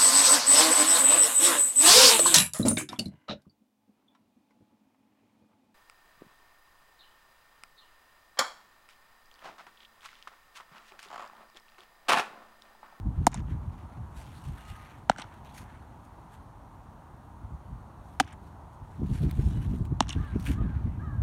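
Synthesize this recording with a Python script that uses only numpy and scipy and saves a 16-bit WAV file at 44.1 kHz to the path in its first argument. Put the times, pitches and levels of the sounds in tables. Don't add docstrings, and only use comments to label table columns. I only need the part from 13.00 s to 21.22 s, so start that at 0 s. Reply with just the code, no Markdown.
import sys
import numpy as np
from scipy import signal
from scipy.fft import rfft, irfft
from scipy.io import wavfile
from scipy.ndimage import uniform_filter1d

SR = 44100
rng = np.random.default_rng(int(sys.argv[2]) if len(sys.argv) > 2 else 0)


def boost_factor(decibels):
    exponent = np.asarray(decibels, float) / 20
    return 10 ** exponent


def wrap_up_sound(samples):
    columns = np.atleast_2d(samples).T
    tamed = np.clip(columns, -1, 1)
    steps = np.round(tamed * 32767).astype(np.int16)
    wavfile.write(sys.argv[1], SR, steps)


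N = 362502

# time_s, rumble_db
BREEZE = [(0, -33), (.3, -42), (.42, -35), (.8, -44), (.95, -50), (1.4, -47), (2.0, -60), (2.6, -52),
          (3.3, -58), (4.2, -53), (5.2, -50), (5.93, -54), (6.0, -33), (6.6, -31), (7.0, -35), (7.28, -41),
          (7.6, -31), (8.1, -35)]
# peak_s, rumble_db, half_length_s, flutter_relative_db (above 160 Hz)
GUSTS = [(.07, -26, .04, -16), (.2, -25, .04, -9), (.384, -31, .03, -8), (.52, -31, .03, -9),
         (.68, -34, .04, -18), (1.0, -34, .05, -18), (1.176, -38, .02, -25), (1.49, -30, .045, -24),
         (1.71, -37, .03, -24), (4.45, -40, .03, -20), (4.53, -35, .03, -22), (4.715, -34, .04, -18),
         (5.825, -41, .03, -26), (6.025, -27, .03, -6), (6.11, -24, .03, -8), (6.244, -25, .04, -4),
         (6.39, -25, .02, -8), (6.47, -26, .06, -9), (6.57, -28, .03, -4), (7.63, -27, .08, -5),
         (6.67, -25, .03, -12), (6.73, -27, .03, -1), (6.82, -29, .03, -9), (6.92, -27, .03, -8),
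         (7.165, -24, .02, -13), (7.21, -29, .03, -11), (7.36, -30, .04, -4), (7.5, -30, .04, -2),
         (7.87, -28, .05, -14), (8.2, -26, .05, -13)]
# frequency_hz, level_db (per Hz)
WIND_SPECTRUM = [(12, -53.5), (20, -13), (54, 3.5), (70, 5), (111, -0.5), (181, -6.5), (287, -12.5),
                 (428, -27), (536, -35.5), (700, -33.5), (910, -65.5), (1540, -120)]
# frequency_hz, level_db (per Hz)
TRAFFIC_SPECTRUM = [(12, -39.5), (20, -11), (59, -3), (90, -0.5), (119, -6.5), (158, -9.5), (268, -12),
                    (469, -21), (916, -10.5), (2300, -37), (3910, -41), (4890, -43.5), (7640, -43),
                    (8790, -42.5), (15800, -53)]
# peak_s, level_db, half_length_s, dull_relative_db (below 3.5 kHz)
SCUFFS = [(.5, -72, .05, 14), (.8, -75, .3, 6), (1.205, -57, .06, -4), (1.35, -62, .05, -1),
          (1.45, -61, .06, -4), (1.6, -67, .08, 8), (1.68, -60, .04, 0), (1.81, -63, .05, 0),
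          (1.95, -73, .12, 8), (2.35, -75, .1, 10), (2.48, -69, .06, -2), (2.575, -54, .05, -2),
          (2.7, -80, .1, 18), (3.05, -67, .02, -15), (3.335, -62, .025, 1), (5.1, -70, .1, -10),
          (5.45, -75, .08, -1), (5.74, -72, .025, -8), (5.95, -75, .15, 3), (6.08, -63, .03, -2),
          (6.155, -57, .06, -1), (6.24, -61, .04, 0), (6.312, -59, .015, 8), (6.45, -59, .07, -4),
          (6.62, -62, .06, 0), (6.75, -65, .04, 2), (6.853, -61, .007, 0), (7.41, -56, .04, -3),
          (7.47, -47, .022, 3), (7.5, -49, .04, 2), (7.7, -80, .3, 18)]
# middle_s, level_db, half_length_s, dull_relative_db (below 3.5 kHz)
SHUFFLES = [
    (.2, -73, .09, 4),
    (1.5, -68, .4, -1),
    (1.76, -71, .22, 11),
    (2.55, -77, .4, 8),
    (3.2, -80, .25, 3),
    (6.42, -65, .4, 0),
    (7.24, -72, .14, 13),
]
# frequency_hz, level_db (per Hz)
CLOTH_SPECTRUM = [(880, -19.5), (1500, 3), (2360, -4.5), (3570, -10.5), (4890, -15), (6900, -15),
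                  (7690, -13), (11100, -16), (14300, -26.5), (15800, -29.5)]
# start_s, peak_db, pitch_hz
CLICKS = [(.245, -46, 2000), (0.7412, -48, 2560), (0.7901, -49.5, 3330), (1.1643, -46, 3570),
          (1.2002, -49.5, 2870), (1.3324, -53, 3120), (1.4072, -51.5, 3440), (1.4544, -50.5, 3950),
          (1.6094, -40, 2830), (1.6721, -46, 2500), (1.7294, -49.5, 2790), (1.8094, -52, 2820),
          (2.3401, -44, 2580), (2.4483, -44, 2660), (2.5686, -47, 2510), (3.0494, -48, 8700),
          (3.3378, -52, 2840), (6.0676, -43, 2800), (6.1494, -49, 3640), (5.733, -52, 8000),
          (6.005, -52, 5000), (6.2199, -43, 10500), (6.2324, -44, 10500), (6.2365, -36, 3000),
          (6.417, -46, 8500), (6.452, -42, 8700), (6.3116, -25, 2620), (6.3709, -53, 2850),
          (6.5335, -39, 2910), (6.6094, -53, 2910), (6.745, -46, 1800), (6.8528, -42, 3310),
          (7.2105, -46, 2740), (7.2494, -45, 2310), (7.3981, -33, 3550), (7.426, -38, 4650),
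          (7.4545, -28.5, 3460), (7.435, -42, 8000), (7.4616, -32, 3460), (7.4994, -33, 1900),
          (7.529, -40, 4000)]
# start_s, ring_db, ring_hz, ring_t60_s, crack_db
CATCHES = [
    [(.2676, -14, 1300, .006, -8), (.2677, -22, 3500, .004, -40), (.2682, -11, 1600, .005, -30),
     (.2694, -2, 815, 0.0105, -31.5), (.2734, -11, 720, 0.011, -26), (.2736, -24, 2000, .005, -40),
     (.2712, -11, 240, 0.015, -43)],
    [(2.0922, -55, 1490, .02, -57), (2.0969, -9, 1350, .006, -13), (2.0972, -22, 5200, .004, -40),
     (2.0976, -7.5, 800, .0065, -30), (2.0985, -27, 4500, .004, -40), (2.0988, -4.5, 710, 0.0065, -36),
     (2.101, -15.5, 205, 0.015, -37)],
    [(5.199, -19, 2200, 0.005, -28), (5.1996, -30, 2570, .005, -14), (5.1999, -15, 1620, 0.007, -30),
     (5.2, -13, 740, 0.016, -30), (5.2006, -11, 1560, 0.0055, -22), (5.2011, -16, 1170, .007, -40),
     (5.2024, -24, 2200, .005, -19), (5.2041, -15, 760, 0.014, -24), (5.2035, -20, 2960, .006, -28),
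     (5.2045, -23, 4000, .005, -28), (5.2065, -15, 760, .011, -30), (5.2065, -20, 275, 0.03, -59)],
    [(7.0023, -53, 1500, .02, -39), (7.0056, -15, 1218, 0.004, -6.5), (7.0062, -9, 950, 0.006, -30),
     (7.0072, -9, 780, .007, -36), (7.0087, -15, 235, 0.018, -41.5), (7.0105, -26, 760, .01, -40)],
]
# loss_db (at 10 kHz), slap_hz, slap_db
MITTS = [
    (1, 2500, -8),
    (-12, 2900, -3),
    (-1, 3000, 1.5),
    (-12, 1700, -1),
]
# frequency_hz, level_db (per Hz)
CRACK_SPECTRUM = [(700, -24.5), (1500, -10.5), (2500, 1), (5000, -4), (8000, -4.5), (11500, -14.5),
                  (16000, -29.5)]
# delay_s, level_db, colour_hz, width_hz
NEAR_ECHOES = [(.0235, -42, 6000, 6000), (.0503, -30, 7500, 7000), (.058, -29, 2180, 2500),
               (.0757, -15, 9000, 8000), (.063, -25, 2600, 3000), (.082, -22, 3000, 2500),
               (.107, -24, 2200, 2500), (.117, -32, 1800, 1500), (.135, -34, 2500, 4030)]
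# delay_s, level_db, colour_hz, width_hz
RAISED_ECHOES = [(.026, -36, 6000, 7500), (.036, -36.5, 1990, 4030), (.045, -39, 6000, 8000),
                 (.0765, -32.5, 7150, 7940), (0.106, -53, 3500, 3000), (.1205, -33, 1800, 700),
                 (0.1265, -24.5, 11000, 5970), (.136, -34, 2000, 900)]
# delay_s, first_db, second_db, colour_hz, width_hz
FAR_ECHOES = [(.0187, -19, -28, 1400, 2500), (.0187, -30, -26, 7000, 4000), (.0205, -40, -24, 2200, 1500),
              (.056, -40, -32, 2000, 1500), (.0645, -25, -21, 1500, 1200), (.065, -28, -34, 5500, 3000),
              (.0775, -35, -31, 5000, 7000), (.083, -33, -30, 8500, 4000), (.0868, -22, -27, 1800, 2500),
              (.087, -19, -16, 7000, 7000), (.0905, -23, -19, 2800, 1500), (.091, -27, -36, 7500, 2500),
              (.096, -29, -16, 6100, 1800), (.1, -19, -27, 6000, 4000), (.1002, -20, -15, 2800, 1300),
              (.1055, -27, -30, 8000, 2500), (.105, -32, -24, 2400, 1500), (.111, -24, -30, 1100, 900),
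              (.1215, -17, -21, 7800, 6000), (.1245, -10, -9, 3050, 1100), (.1225, -21, -26, 900, 600),
              (.145, -24, -27, 1000, 700), (.1455, -40, -28, 2200, 1500), (.089, 0.5, 0.5, 260, 250)]
# delay_s, level_db
NEAR_SCATTER = [(0, -32), (.02, -53), (.05, -47), (.08, -37), (.125, -39.5), (0.149, -56), (.3, -87)]
# delay_s, level_db
FAR_SCATTER = [(0, -30), (.03, -37), (0.072, -54), (0.092, -28.5), (.125, -28.5), (.16, -46), (.3, -63)]
# frequency_hz, level_db
SCATTER_SPECTRUM = [(200, -21.5), (800, -11.5), (1500, -1.5), (3000, 1), (6000, -4), (10000, -5),
                    (16000, -14)]
# colour_hz, width_hz, level_db
PLANKS = [(1100, 900, 0), (2000, 1200, 0), (3000, 1500, 3), (5800, 2000, 0), (8500, 3000, -6),
          (12500, 4000, -4)]
# start_s, top_pitch_hz, level_db
CAWS = [
    (7.155, 621, -53.5),
    (7.535, 625, -51.5),
    (7.985, 645, -51),
]
# after_start_s, pitch_share, level_db, roughness_0_to_1
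CAW_SHAPE = [
    (0, .8, -5, .5),
    (.055, 1.0, 0, .33),
    (.09, .95, 0, .42),
    (.14, .85, -1, .52),
    (.22, .78, -4, .6),
    (.3, .73, -10, .7),
]
# start_s, length_s, first_hz, last_hz, level_db
LONG_CALLS = [
    (.78, .41, 600, 800, -64),
    (1.56, .43, 635, 600, -58),
]
# pitch_hz, width_hz, level_db
THROAT = [(700, 400, -30), (1270, 460, 11), (1570, 290, 9), (2100, 300, -18), (3200, 700, -20),
          (3800, 900, -19), (6090, 500, -29)]
# start_s, length_s, pitch_hz, level_db
CREAKS = [
    (1.55, .21, 2830, -67),
    (1.6, .3, 2020, -68),
    (1.64, .1, 4300, -73),
    (6.38, .1, 5400, -70),
    (6.47, .2, 2950, -68),
    (6.5, .15, 3900, -71),
    (7.82, .18, 2030, -73),
]
# start_s, peak_db
THUMPS = [
    (6.012, -23),
    (6.099, -37),
    (6.244, -27),
    (6.388, -23),
    (6.734, -27),
    (7.158, -27),
    (7.355, -20.5),
    (7.494, -31),
    (7.609, -28),
]
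# notch_hz, width_hz, level_db
MIC_DIPS = [(5000, 550, -5), (7700, 1100, -5.5), (10400, 1000, -4)]


def evened(x):
    return x / np.sqrt(np.mean(x ** 2) + 1e-20)


def decay(t, t60):
    return boost_factor(-60 * t / t60)


def read(points, hz):
    f, value = np.transpose(points)
    return np.interp(np.log(hz + 1), np.log(f + 1), value)


def add(mix, s, sound):
    part = mix[round(s * SR):][:len(sound)]
    part += sound[:len(part)]


def colour(x, gains_db):
    return irfft(rfft(x) * boost_factor(gains_db(np.fft.rfftfreq(len(x), 1 / SR))), len(x))


def split(x, hz):
    low = colour(x, lambda f: -10 * np.log10(1 + (f / hz) ** 8))
    high = colour(x, lambda f: -10 * np.log10(1 + (hz / (f + 1)) ** 8))
    return low, high


def resonate(x, hz, width):
    turn = np.exp(2j * np.pi * hz * np.arange(len(x)) / SR)
    r = np.exp(-np.pi * width / SR)
    return 2 * (turn * signal.lfilter([1 - r], [1, -r], x / turn)).real


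def resonate_twice(x, hz, width):
    return resonate(resonate(x, hz, width), hz, width)


def lumps(seconds):
    size = max(int(seconds * SR), 1)
    return evened(uniform_filter1d(uniform_filter1d(rng.standard_normal(N), size), size))


def humps(rows, rise, steep):
    t = np.arange(0, N + 64, 64) / SR
    s, db, half, part_db = np.transpose(rows)[..., None]
    side = half * np.where(t < s, rise, 1)
    power = boost_factor(2 * db) * np.exp(-2 * (abs(t - s) / side) ** steep)
    both = (power, power * boost_factor(2 * part_db))
    return np.array([np.interp(np.arange(N) / SR, t, p.sum(0)) for p in both])


def wind():
    breeze_db = np.interp(np.arange(N) / SR, *np.transpose(BREEZE))
    breeze_flutter_db = -47 + 0.9 * (breeze_db + 35)
    rumble, flutter = humps(GUSTS, 0.7, 1.6)
    puffs = lumps(0.013)
    air = colour(rng.standard_normal(N), lambda f: read(WIND_SPECTRUM, f))
    low, high = split(air, 160)
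    low = low / (abs(uniform_filter1d(evened(low) ** 2, 3000)) + 0.16) ** 0.12
    low = evened(low * boost_factor(0.5 * puffs)) * np.sqrt(rumble + boost_factor(2 * breeze_db))
    high = evened(high * boost_factor(2.0 * puffs + 3.0 * lumps(0.01)))
    return low + high * np.sqrt(flutter + boost_factor(2 * breeze_flutter_db))


def traffic():
    frames, hz = N // 256 + 5, np.fft.rfftfreq(1024, 1 / SR)
    a, b, patches = rng.standard_normal((frames, 513, 3)).T
    patches = evened(uniform_filter1d(uniform_filter1d(patches, 10, 0), 20, 1))
    z = (a + 1j * b) * boost_factor(read(TRAFFIC_SPECTRUM, hz)[:, None] + 0.81 * patches)
    road = signal.istft(z, nperseg=1024, noverlap=768)[1][:N]
    return boost_factor(-49.5) * evened(road)


def rustle():
    clumps_db = np.clip(2.5 * lumps(0.0015) + 2.1 * lumps(0.012), -9, 7)
    slips = rng.standard_normal(N) * boost_factor(clumps_db)
    dull, bright = split(colour(slips, lambda f: read(CLOTH_SPECTRUM, f)), 3500)
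    bright_power, dull_power = humps(SCUFFS, 0.7, 1.6) + humps(SHUFFLES, 1, 4.0)
    return np.sqrt(bright_power) * evened(bright) + np.sqrt(dull_power) * evened(dull)


def patchy(x, depth_db):
    z = signal.stft(x, nperseg=256)[2]
    patches = rng.standard_normal(z.shape[::-1]).T
    patches = evened(uniform_filter1d(uniform_filter1d(patches, 7, 0), 22, 1))
    return signal.istft(z * boost_factor(depth_db * patches - 0.6), nperseg=256)[1][:N]


def click(db, hz):
    t = np.arange(600) / SR
    tick = rng.standard_normal(len(t)) * decay(t, 0.008)
    tick = 0.35 * tick + resonate(tick, hz, 2500)
    return boost_factor(db - 4.0) * tick / abs(tick).max()


def catch(contacts):
    start, t = contacts[0][0], np.arange(4000) / SR
    out = np.zeros(SR // 2)
    impulse = 1.0 * (np.arange(len(t)) == 14)
    snap = colour(impulse, lambda f: read(CRACK_SPECTRUM, f)) * (t < 0.004)
    snap = snap - 0.5 * np.roll(snap, 2)
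    snap = snap / snap.max()
    for s, ring_db, hz, ring_t60, crack_db in contacts:
        turns = hz * (t + 0.00016 * (1 - np.exp(-t / 0.0012)))
        dying = (t / min(ring_t60, 13 / hz, 0.036)) ** 1.6
        attack = 1 - np.exp(-t * hz * 5.4)
        ring = -np.sin(2 * np.pi * turns) * boost_factor(ring_db - 60 * dying) * attack
        hiss = evened(colour(rng.standard_normal(len(t)), lambda f: read(CRACK_SPECTRUM, f)))
        fizz_t60 = 0.002 - 0.0009 * crack_db
        fizz = hiss * decay(t, fizz_t60) * (t > 0.0003)
        add(out, s - start, ring + boost_factor(crack_db) * (0.6 * fizz - 2.3 * snap))
    return out


def field(pop, dull_db, echoes, scatter, scatter_db):
    size, heard = len(pop), 2 * SR // 5
    out = colour(pop, lambda f: dull_db * (f / 10000) ** 2)
    thin = colour(pop, lambda f: read(SCATTER_SPECTRUM, f))
    for delay, db, hz, width in echoes:
        smear = rng.standard_normal(300) * boost_factor(-13) * decay(np.arange(300) / SR, 0.005)
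        smear[0] = 1
        echo = signal.fftconvolve(thin[:3000], smear / np.linalg.norm(smear))
        add(out, delay, boost_factor(db) * resonate_twice(echo, hz, width))
    paths = 0
    for hz, width, plank_db in PLANKS:
        arrivals = rng.random(size) < 1000 / SR
        strength = boost_factor(2.0 * np.minimum(rng.exponential(1, size), 4))
        taps = rng.standard_normal(size) * arrivals * strength
        paths = paths + boost_factor(plank_db) * resonate_twice(taps, hz, width)
    delay, db = np.transpose(scatter)
    paths = paths * boost_factor(np.interp(np.arange(size) / SR, delay, db, right=-120) - 8.0 + scatter_db)
    blur = np.sqrt(abs(uniform_filter1d(abs(rfft(thin)) ** 2, size=900)))
    return out[:heard] + irfft(rfft(paths) * blur, size)[:heard]


def calls():
    out = []
    for s, hz, db in CAWS:
        out.append([(s + u, hz * share, db + g, rough) for u, share, g, rough in CAW_SHAPE])
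    for s, length, first, last, db in LONG_CALLS:
        middle = (first + last) / 2 + 0.16 * abs(last - first)
        out.append([(s, first, db - 8, 0.4),
                    (s + length / 2, middle, db, 0.4),
                    (s + length, last, db - 8, 0.4)])
    return out


def crow(rows):
    s, *columns = np.transpose(rows)
    t = np.arange(s[0], s[-1], 1 / SR)
    hz, db, rough = (np.interp(t, s, c) for c in columns)
    wobble = uniform_filter1d(rng.standard_normal(len(t)), 150)
    turns = np.cumsum(hz * (1 + 0.79 * rough * wobble)) / SR
    folds = sum(np.cos(2 * np.pi * k * turns) for k in range(1, 12))
    puffs = (0.34 + np.exp(-(turns % 1) / 0.28)) * rng.standard_normal(len(t))
    drive = (1 - rough) * evened(folds) + rough * evened(puffs)
    throat = sum(boost_factor(g) * resonate(resonate_twice(drive, f, w), f, w) for f, w, g in THROAT)
    call = boost_factor(db) * evened(throat) * signal.windows.tukey(len(t), 0.1)
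    trees = rng.standard_normal(9000) * decay(np.arange(9000) / SR, 0.17)
    trees[0] = 80.0
    return s[0], signal.fftconvolve(call, trees / np.linalg.norm(trees))


def creak(length, hz, db):
    slips = rng.standard_normal(round(length * SR))
    return boost_factor(db) * evened(resonate_twice(slips, hz, 45)) * signal.windows.tukey(len(slips), 0.5)


def thump(db):
    u = np.arange(-300, 900) / SR / 0.00095
    return boost_factor(db + 1.5) * (u ** 2 - 1) * np.exp(-u ** 2 / 2)


def scene():
    mix, cloth = wind() + traffic(), rustle()
    first_far = [(s, db, hz, width) for s, db, _, hz, width in FAR_ECHOES]
    second_far = [(s, db, hz, width) for s, _, db, hz, width in FAR_ECHOES]
    places = [(NEAR_ECHOES, NEAR_SCATTER, 3.0), (first_far, FAR_SCATTER, 0.8),
              (RAISED_ECHOES, NEAR_SCATTER, -5.5), (second_far, FAR_SCATTER, -0.8)]
    for s, db, hz in CLICKS:
        add(mix, s, click(db, hz))
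    for contacts, (dull_db, hz, slap_db), place in zip(CATCHES, MITTS, places):
        pop = colour(catch(contacts), lambda f: slap_db * np.exp(-((f - hz) / 900) ** 2))
        add(mix, contacts[0][0], field(pop, dull_db, *place))
    for rows in calls():
        add(mix, *crow(rows))
    for s, *row in CREAKS:
        add(mix, s, creak(*row))
    for s, db in THUMPS:
        add(mix, s, thump(db))
    return (mix + patchy(cloth, 2.1))[None]


def low_pass(x):
    return signal.sosfilt(signal.butter(12, 15940, fs=SR, output="sos"), x)


def record(dry):
    x = signal.sosfilt(signal.butter(4, 35, "high", fs=SR, output="sos"), dry[0])
    for hz, width, db in MIC_DIPS:
        x = x + (boost_factor(db) - 1) * resonate(x, hz, width)
    return low_pass(x[None])


dry = scene()
out = record(dry)
wrap_up_sound(out)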